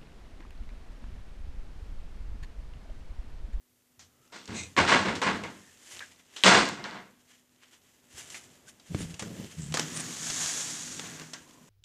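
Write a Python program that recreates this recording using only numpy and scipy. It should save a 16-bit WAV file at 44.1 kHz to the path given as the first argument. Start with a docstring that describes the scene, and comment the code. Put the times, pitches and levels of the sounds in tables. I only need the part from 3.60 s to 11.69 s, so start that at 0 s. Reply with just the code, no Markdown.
"""A door clatters, then slams in a hard, ringing hallway, each blow a dense cloud of reflections.
It is heard from a phone carried across a quiet bedroom: the floor booms, cloth rustles, small things tick.
Then a balcony door comes free with a thud, judders as its rubber seal sticks and slips, clacks,
and swings open with a long brushing hiss onto faint outdoor air."""
import sys
import numpy as np
from scipy import signal
from scipy.fft import rfft, irfft, next_fast_len
from scipy.io import wavfile
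from scipy.ndimage import uniform_filter1d

SR = 44100
rng = np.random.default_rng(int(sys.argv[2]) if len(sys.argv) > 2 else 0)


def transcribe(signal):
    """Save signal, clipped to [-1, 1], as a 16-bit WAV file at the path in sys.argv[1]."""
    frames = np.atleast_2d(signal).T
    limited = np.clip(frames, -1, 1)
    pcm = np.round(limited * 32767).astype(np.int16)
    wavfile.write(sys.argv[1], SR, pcm)


N = 356769

# tone of a small, hard contact: f/Hz, level/dB
CONTACT_EQ = [(80, -9), (250, 2.5), (1500, -1), (4000, 0), (7300, 0.5), (10000, -11.5), (15000, -41.5)]
# resonances of the phone's body that colour rustles and clicks: f/Hz, width/Hz, boost/dB
PHONE_BODY_MODES = [(1710, 310, 5), (2000, 160, 4.5), (3080, 700, 5), (3630, 220, 0.5), (6150, 150, 2.5),
                    (6940, 1900, 4)]
# steady rub of clothes as the phone is carried: t/s, level/dB
CLOTHES_RUB = [(0, -84), (.65, -71), (1.1, -61.5), (2.1, -59.5), (2.65, -69), (3.5, -73.5), (4.4, -69),
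               (4.95, -62.5), (5.2, -71), (5.5, -56), (6.35, -53), (8.09, -64.5)]


def undb(db):
    """Decibels to gain."""
    return 10 ** (np.asarray(db) / 20)


def unit(x):
    """Scale to rms 1."""
    return x / np.sqrt(np.mean(x ** 2))


def curve(points):
    """Automation: straight lines through (t/s, value) points."""
    times, values = np.transpose(points)
    return np.interp(np.arange(N) / SR, times, values)


def colour(x, points, peaks=()):
    """EQ x with a curve (f/Hz, level/dB) and resonances (f/Hz, width/Hz, boost/dB); rms 1."""
    size = next_fast_len(len(x))
    f = np.arange(size // 2 + 1) * SR / size + 1
    hz, db = np.transpose(points)
    gain = undb(np.interp(np.log(f), np.log(hz), db))
    lift = 1 + sum((undb(boost) - 1) / (1 + (2 * (f - mid) / width) ** 2) for mid, width, boost in peaks)
    return unit(irfft(rfft(x, size) * gain * lift, size)[:len(x)])


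def lowpass(x, hz, order=2):
    """Low-pass run both ways, so that x minus it is the high part."""
    return signal.sosfiltfilt(signal.butter(order, min(hz, .45 * SR), fs=SR, output="sos"), x)


def low_cut(x, hz):
    """Roll off the bass below hz."""
    return signal.sosfilt(signal.butter(2, hz, "high", fs=SR, output="sos"), x)


def fade(t, t60):
    """Decay by 60 dB in t60 seconds."""
    return np.exp(-np.log(1000) * t / t60)


def attack(t, rise_s):
    """Fade in with time constant rise_s."""
    return 1 - np.exp(-t / rise_s)


def swell(peak_s, db, rise_s, fall_s, range_db=22):
    """Gain that climbs by range_db in rise_s to its peak, then drops as far in each fall_s."""
    t = np.arange(N) / SR - peak_s
    drop_db = range_db * np.maximum(-t / rise_s, t / fall_s)
    return undb(db - np.minimum(drop_db, 200))


def walk(rate):
    """Smooth random wander, rms 1."""
    hold = int(SR / rate)
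    steps = np.repeat(rng.standard_normal(N // hold + 1), hold)
    return unit(uniform_filter1d(steps, hold)[:N])


def grains(rate, spread_db):
    """Tiny random snaps, rate per second, most weak and a few strong."""
    sizes = undb(spread_db * np.minimum(rng.exponential(size=N), 5))
    return rng.standard_normal(N) * sizes * (rng.random(N) < rate / SR)


def add(out, s, x):
    """Mix x into out from time s."""
    i = int(s * SR)
    out[i:i + len(x)] += x[:N - i]


def ambience(hum_hz=247.6, air_db=-71.5):
    """Still air, a household hum left behind on the way out, and a street that grows near the balcony."""
    # the room's air and the street: f/Hz, level/dB
    air_eq = [(25, -24.5), (60, -17), (105, -7.5), (170, -17), (250, -13), (400, -15), (900, -23),
              (1700, -22.5), (4500, -24.5), (7300, -22.5), (10000, -23), (14000, -21), (15000, -29.5)]
    street_eq = [(30, -15), (100, -0.5), (250, 0), (600, -8), (1500, -14.5), (4000, -24.5), (12000, -40)]
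    # fader rides for hum and street: t/s, level/dB
    hum_ride = [(0, -74), (3.6, -70.5), (4.4, -70), (5.2, -73), (8.09, -78)]
    street_ride = [(0, -85), (.5, -71), (2.1, -67), (3.8, -74), (4.4, -72), (4.55, -61), (4.85, -61),
                   (5.2, -66), (5.5, -60), (8.09, -62)]
    pitch = hum_hz * (1 + .003 * walk(9))
    hum = np.sin(2 * np.pi * np.cumsum(pitch) / SR) * undb(1.5 * walk(7) + curve(hum_ride))
    air = colour(rng.standard_normal(N), air_eq) * undb(air_db + .6 * walk(3.9))
    street = colour(rng.standard_normal(N), street_eq) * undb(curve(street_ride) + 1.1 * walk(13))
    return air + hum + street


def whistles():
    """Faint, rough gliding notes, each swelling and fading."""
    # narrow whistles and squeaks: t/s, length/s, start f/Hz, end f/Hz, level/dB
    glides = [(0.444, 0.46, 1200, 1470, -78), (1.973, 0.22, 1817, 1790, -69),
              (2.395, 0.067, 1744, 1593, -50.5), (5.059, 0.044, 1433, 1640, -61),
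              (7.399, 1, 1032, 1003, -72)]
    out = np.zeros(N)
    for s, length, from_hz, to_hz, db in glides:
        size = int(length * SR)
        waver = unit(lowpass(rng.standard_normal(2 * SR), 75, order=1)[SR // 2:][:size])
        note = np.sin(2 * np.pi * np.cumsum(np.linspace(from_hz, to_hz, size)) / SR)
        add(out, s, undb(db) * unit(note * waver * np.hanning(size)))
    return out


def small_ticks(over_cloth_db=1, grit_db=-36, t60=.018):
    """Stray faint ticks come with the handling, and grit ticks under the moving balcony door."""
    t = np.arange(SR // 10) / SR
    tick = colour(rng.standard_normal(len(t)), CONTACT_EQ, [(5500, 2500, 9)]) * fade(t, t60)
    strength = undb(curve(CLOTHES_RUB) + over_cloth_db) + undb(grit_db) * swing_speed() ** 2
    return signal.fftconvolve(grains(rate=14, spread_db=2.5) * strength, tick)[:N]


def cloth_rustle(split_hz=4500):
    """Clothes and curtain slide: fibres snap at an uneven speed, in strokes over a steady rub."""
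    # tone of sliding cloth: f/Hz, level/dB
    cloth_eq = [(180, -23.5), (350, -3), (600, -7.5), (1100, -7), (1600, -6), (2500, -3.5), (4250, -6),
                (7300, -3), (10000, -8.5), (14300, -22), (15000, -30)]
    # strokes of sleeve and curtain: peak t/s, level/dB, treble/dB, rise/s, fall/s
    strokes = [(2.32, -46.5, 0, 0.14, .24), (2.43, -46, -6, 0.088, 0.056), (2.52, -53, -5, .04, 0.051),
               (2.599, -55.5, -6, 0.069, 0.045), (2.83, -46, -5, .2, 0.28), (3.718, -53, -4.5, 0.042, .1),
               (4.035, -52.5, -11, 0.062, 0.084), (4.135, -52.5, -4.5, 0.054, 0.077),
               (4.27, -63, -6.5, .08, 0.084), (4.591, -45, 0.5, 0.11, 0.16), (4.76, -48, 1.5, .17, 0.17),
               (5.095, -56, 4.5, 0.054, 0.044), (5.42, -43.5, -2, 0.18, .18), (5.80, -48, -5, 0.25, 0.31)]
    fibres = colour(grains(rate=10000, spread_db=-1), cloth_eq, PHONE_BODY_MODES) * undb(2 * walk(42))
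    body = lowpass(fibres, split_hz)
    body_gain = top_gain = undb(curve(CLOTHES_RUB))
    for s, db, treble_db, rise, fall in strokes:
        stroke = swell(s, db, rise, fall)
        body_gain = np.hypot(body_gain, stroke)
        top_gain = np.hypot(top_gain, undb(treble_db) * stroke)
    return body * body_gain + (fibres - body) * top_gain


def floor_booms(t60=0.66):
    """Floorboards swell and fade in the deep bass."""
    # footsteps and blows that shake the floor: t/s, level/dB
    booms = [(0.369, -59.5), (0.885, -42.5), (0.969, -49), (1.179, -34), (1.32, -36.5), (1.469, -45),
             (1.66, -40.5), (1.84, -55), (2.331, -59), (4.541, -56)]
    boards_eq = [(25, -22), (55, -27), (86, 9), (130, -2.5), (250, -27), (800, -72)]  # f/Hz, level/dB
    out, t = np.zeros(N), np.arange(SR) / SR
    for s, db in booms:
        boards = colour(rng.standard_normal(SR), boards_eq)
        add(out, s, undb(db) * boards * fade(t, t60) * attack(t, 0.0072))
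    return out


def hardware_clicks(width_ratio=0.42, room_db=-4, room_t60=0.24, room_top_hz=9000):
    """A short crack with one broad resonance, then the bedroom's duller answer, scaled to its energy."""
    # latch, handle and loose things: t/s, level/dB, f/Hz, boost/dB, t60/s
    contacts = [(0.393, -50, 6140, 4, 0.24), (0.856, -43, 5500, 8, .03), (0.877, -40, 3800, 10, 0.03),
                (1.176, -20.5, 1870, 35, 0.021), (1.2765, -23, 3500, 20, 0.012),
                (1.553, -34.5, 3700, 11, 0.12), (1.617, -25.5, 1500, 19, 0.019),
                (1.837, -32.5, 2040, 22, 0.044), (2.368, -42, 2520, 10, 0.042),
                (2.393, -38.5, 3420, 22, 0.018), (2.406, -36.5, 1760, 31, 0.077),
                (2.763, -39, 3240, 11.5, 0.25), (2.8368, -2, 2700, 24, .011),
                (3.054, -29.5, 4350, 30, 0.018), (3.089, -29, 4550, 8, .012),
                (3.241, -29, 4200, 37, 0.0094), (3.310, -38, 4360, 30, 0.008), (4.702, -39, 7600, 6, 0.036),
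                (4.743, -38.5, 2200, 17, 0.11), (5.198, -51.5, 3530, 7.5, 0.052),
                (5.347, -30.5, 1530, 20, 0.024), (5.542, -40, 3070, 5, 0.037),
                (5.594, -33, 5000, -5, 0.089), (5.623, -32, 1570, 13, 0.046),
                (6.123, -31.5, 3000, 6, 0.023), (6.141, -24.5, 650, 8.5, 0.091),
                (6.172, -21, 1430, 12.5, 0.036), (6.186, -32, 690, 17, 0.06), (6.195, -16, 2600, 4, 0.022),
                (7.395, -30.5, 2970, 4, 0.029), (7.597, -35.5, 1980, 6, 0.02),
                (7.734, -32, 5200, 7.5, 0.055), (7.742, -44.5, 1570, 45, .13)]
    out, t = np.zeros(N), np.arange(SR // 2) / SR
    for s, db, hz, boost_db, t60 in contacts:
        width = width_ratio * hz
        crack = colour(rng.standard_normal(len(t)), CONTACT_EQ, [(hz, width, boost_db)]) * fade(t, t60)
        tail_modes = [(hz, width, boost_db / 2), *PHONE_BODY_MODES]
        room = lowpass(colour(rng.standard_normal(len(t)), CONTACT_EQ, tail_modes), room_top_hz, order=6)
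        send = undb(room_db) * np.sqrt(t60 / room_t60)
        tail = send * room * fade(t, room_t60) * attack(t, 0.013)
        add(out, s, undb(db) * low_cut(crack + tail, 0.088 * hz))  # small parts radiate little bass
    return out


def seal_sizzle(width_hz=1500, boost_db=20):
    """Rubber peels away in tiny high snaps."""
    # peels and drags of the seal: peak t/s, level/dB, rise/s, fall/s, f/Hz
    peels = [(5.40, -47, .03, 0.096, 9500), (6.03, -46, 0.065, 0.1, 7800),
             (6.372, -32.5, 0.039, 0.028, 8960), (6.402, -33.5, 0.018, 0.021, 9000)]
    out = np.zeros(N)
    for s, db, rise, fall, hz in peels:
        snaps = colour(grains(rate=6000, spread_db=3.5), CONTACT_EQ, [(hz, width_hz, boost_db)])
        out += snaps * swell(s, db, rise, fall)
    return out


def seal_judder(rub_db=-6, smear_t60=0.061, dull_hz=190, full_hz=450, attack_s=0.028, release_t60=0.43):
    """At each tug the rubber seal sticks and slips unevenly and shakes the pane."""
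    # tugs on the balcony door: t/s, length/s, level/dB, slip rate/Hz, brightness/Hz
    tugs = [(5.285, .15, -36, 85, 290), (5.604, 0.23, -40, 101.5, 470), (5.955, 0.16, -38.5, 76, 160)]
    # tone of the shaken pane: f/Hz, level/dB
    pane_eq = [(35, -19), (80, -3.5), (170, 1), (300, -4), (560, -11.5), (800, -22), (2000, -38)]
    out, t = np.zeros(N), np.arange(SR) / SR
    # bending waves in the glass spread each slip out in time
    spread = rfft((rng.standard_normal(SR) * fade(t, smear_t60))[:SR // 10])
    smear = irfft(spread / np.abs(spread))
    for s, length, db, rate, bright_hz in tugs:
        cycles = np.cumsum(rate * (1 + .09 * walk(90)[:SR])) / SR
        slips = np.diff(np.floor(cycles), prepend=0) * undb(4 * walk(69.2)[:SR])
        friction = unit(slips - slips.mean()) + undb(rub_db) * rng.standard_normal(SR)
        shake = colour(signal.fftconvolve(friction, smear)[:SR], pane_eq, [(162, 32, 6.5)])
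        # each tug has its own brightness, from a dull shudder to a fuller buzz
        bright = min(bright_hz / full_hz, 1) ** 2
        blend = (1 - bright) * unit(lowpass(shake, dull_hz)) + bright * shake
        pull = np.minimum(t / attack_s, 1) * fade(np.maximum(t - length, 0), release_t60)
        add(out, s, undb(db) * pull * blend)
    return out


def balcony_thuds(jolt_db=3):
    """The heavy pane of the balcony door is pulled free and knocks in its frame."""
    # soft knocks: t/s, level/dB, push length/s
    knocks = [(5.347, -20, 0.0036), (5.406, -27.5, 0.0031), (5.45, -38, 0.0083), (5.535, -42, 0.0056)]
    # low modes of the door: f/Hz, t60/s, level/dB
    pane_modes = [(61.5, .16, -11), (83.5, 0.19, -13), (117, 0.11, -18), (163, .3, -18), (232, 0.1, 5),
                  (300, 0.061, 14.5)]
    out, t = np.zeros(N), np.arange(SR // 2) / SR
    pane = sum(undb(db) * np.sin(2 * np.pi * hz * t) * fade(t, t60) for hz, t60, db in pane_modes)
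    for s, db, push in knocks:
        ring = signal.fftconvolve(pane, np.hanning(int(push * SR)))[:len(t)]
        # the first swing of the pane is a single puff of pressure
        jolt = np.cos(np.pi * t / (1.36 * push)) * fade(t, 8 * push) * attack(t, 0.00012)
        add(out, s, undb(db) * (ring / np.abs(ring).max() + undb(jolt_db) * jolt))
    return low_cut(out, 60)


def swing_speed():
    """The balcony door gathers speed, then slows to a creep."""
    # the door's travel: t/s, share of top speed
    travel = [(6.15, 0), (6.21, 0.31), (6.3, 0.43), (6.57, 0.59), (6.78, 0.98), (7.02, 0.85), (7.3, 0.52),
              (7.55, 0.35), (7.84, 0.11), (8.09, 0.096)]
    return curve(travel)


def balcony_swing(split_hz=3500, hiss_db=-32.5, rasp_db=-43, rumble_db=-49, freed_s=6.17):
    """The door brushes along as it opens; hiss, rasp and the pane's rumble all grow with its speed."""
    # the brushing edge and the rumbling pane: f/Hz, level/dB
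    brush_eq = [(240, -50), (400, -6.5), (612, -6), (690, -2.5), (756, -4), (1140, -3.5), (1450, -4),
                (2740, -5), (5030, -7.5), (6920, -0.5), (11200, -20), (13300, -29), (14100, -45),
                (15000, -45.5)]
    rumble_eq = [(40, -28), (90, -7.5), (160, -1), (300, -6.5), (450, -9.5), (900, -31)]
    # their resonances: f/Hz, width/Hz, boost/dB
    brush_modes = [(1680, 600, 5.3), (3380, 350, 2.4), (4620, 55, 3.5),
                   (5700, 120, 4.1), (6200, 60, 4.7), (6770, 170, 2.1)]
    pane_modes = [(159.6, 13.5, 8.9), (250.5, 9.8, 13.2), (307, 26, 7)]
    # the edge drags harder for a moment: peak t/s, level/dB, rise/s, fall/s
    scuffs = [(6.21, -46, 0.088, 0.17), (6.39, -46, 0.17, 0.57), (7.45, -48, 0.17, 0.4),
              (7.618, -49, 0.061, 0.04), (7.75, -63, 0.069, 0.041)]
    speed = swing_speed()
    drag = sum(swell(*scuff) for scuff in scuffs)
    brush = colour(grains(rate=21000, spread_db=2), brush_eq, brush_modes)
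    grip = undb(.7 * walk(35))
    rasp = lowpass(brush, split_hz)
    hiss = unit(brush - rasp) * undb(hiss_db) * speed ** 1.87
    # an echo off the moving pane gives the rasp a hollow, shifting colour
    lag = curve([(6.2, 0.0015), (7.0, .0019), (7.8, 0.00356)]) * SR
    rasp = rasp + 0.11 * np.interp(np.arange(N) - lag, np.arange(N), rasp)
    rasp = unit(rasp) * np.hypot(undb(rasp_db) * speed ** 2.04, drag)
    # the pane rings on after the door comes free, and each scuff shakes it
    since_freed = np.maximum(np.arange(N) / SR - freed_s, 0)
    shaken = undb(-44.5) * (since_freed > 0) * fade(since_freed, t60=0.89) + undb(1.5) * drag
    pane = colour(rng.standard_normal(N), rumble_eq, pane_modes) * undb(1.7 * walk(18))
    rumble = pane * np.hypot(undb(rumble_db) * speed ** 0.76, shaken)
    return (hiss + rasp) * grip + rumble


def metal_scrape():
    """Fine, even friction rings a metal part: a dry scrape leading into the clatter."""
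    # envelope of the scrape: t/s, level/dB
    envelope = [(.85, -102), (.92, -66), (.95, -42), (1.0, -37.5), (1.04, -44), (1.09, -60), (1.15, -96)]
    # resonances of the metal: f/Hz, width/Hz, boost/dB
    metal_modes = [(2100, 86, 18), (2480, 370, 17), (3760, 140, 13), (4100, 300, 11), (5900, 170, 14),
                   (6500, 130, 18), (7200, 180, 11), (8000, 520, 14)]
    friction = grains(rate=20000, spread_db=1.2)
    return colour(friction, CONTACT_EQ, metal_modes) * undb(curve(envelope) + 0.95 * walk(100))


def hallway_door(bass_hz=330, treble_hz=3600, rebound_s=0.031, rebound_db=-1.34):
    """Each blow and rebound is a dense cloud of reflections that builds and dies; bass stays longest."""
    # blows on the door: t/s, level/dB, bass/dB, treble/dB, build-up/s, number of rebounds
    blows = [(0.719, -40.5, 5.5, 7.5, 0.016, 0), (0.878, -40.5, 16.5, 3.5, 0.013, 1),
             (1.165, -27, -16, 1.5, 0.0004, 0), (1.176, -16, 5, -3.5, 0.0025, 0),
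             (1.277, -18.5, -5.5, 2, 0.006, 0), (1.316, -13.5, 1, -7.5, 0.003, 0),
             (1.448, -27, 10, -4.5, 0.005, 1), (1.616, -23, 0, -0.5, 0.003, 0),
             (1.662, -21.5, 7, -9.5, 0.005, 0), (1.835, -37, 9.5, -8, 0.002, 0),
             (2.837, -18, -1.5, 7, 0.004, 0), (2.852, -10, 0.5, 3.5, 0.0069, 0),
             (2.912, -14, 2, -1.5, 0.0029, 1), (3.170, -39.5, 12.5, -12, 0.007, 0),
             (3.241, -35, -2, -2, .004, 0), (3.310, -38.5, 4, -8, 0.012, 1)]
    # tone of the hallway: f/Hz, level/dB
    hall_eq = [(25, -38.5), (45, -19.5), (80, -23.5), (120, -11.5), (165, -8.5), (260, -4.5), (480, -3.5),
               (800, -3.5), (1450, -2), (3500, -10), (7300, -19), (8900, -24.5), (10800, -65), (14000, -67)]
    # ring of the door panel: f/Hz, width/Hz, boost/dB
    panel_modes = [(197.5, 14, 9), (482, 7, 4), (718.3, 3.8, 10), (854, 16, 6), (938.4, 9, 12),
                   (1045, 12, 9.5), (1111, 9.1, 10), (1416, 9, 6), (1534, 8.6, 7), (1639, 20, 10),
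                   (1957, 36, 7), (2116, 14, 10.5), (2236, 8.9, 8.5), (2834, 69, 4), (3470, 24, 8),
                   (4090, 18, 7.5), (4490, 11, 8.5)]
    out, t = np.zeros(N), np.arange(SR) / SR
    # every blow takes partly the same paths, so the same room notes stand out
    shared_paths = rng.standard_normal(SR)
    for s, db, bass_db, treble_db, rise, rebounds in blows:
        for k in range(1 + round(rebounds)):  # the door chatters against its frame
            # loose hardware rattles, bunching the reflections
            rattle = undb(1.4 * unit(uniform_filter1d(rng.standard_normal(SR), size=130)))
            paths = shared_paths + undb(4) * rng.standard_normal(SR)
            cloud = colour(paths * rattle, hall_eq, panel_modes)
            low, body = lowpass(cloud, bass_hz), lowpass(cloud, treble_hz)
            bass = undb(bass_db) * low * fade(t, t60=0.57)
            mids = (body - low) * fade(t, t60=0.36)
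            treble = undb(treble_db) * (cloud - body) * fade(t, t60=0.49)
            tail = undb(-24) * body * fade(t, t60=0.79)
            bang = (bass + mids + treble + tail) * attack(t, rise)
            add(out, s + k * rebound_s, undb(db + k * rebound_db) * bang)
    return out


def scene():
    """The mono mix at the phone's microphone."""
    indoors = hallway_door() + floor_booms() + hardware_clicks() + small_ticks()
    indoors += cloth_rustle() + metal_scrape() + whistles()
    bed = ambience()
    balcony_door = balcony_thuds() + seal_judder() + seal_sizzle() + balcony_swing()
    return (indoors + bed + balcony_door)[None]


def record(dry, top_hz=14700):
    """The phone rounds the loudest peaks and cuts the top."""
    rounded = np.tanh(1.084 * dry) / 1.096
    return signal.sosfilt(signal.ellip(8, .2, 70, top_hz, fs=SR, output="sos"), rounded)


dry = scene()
out = record(dry)
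transcribe(out)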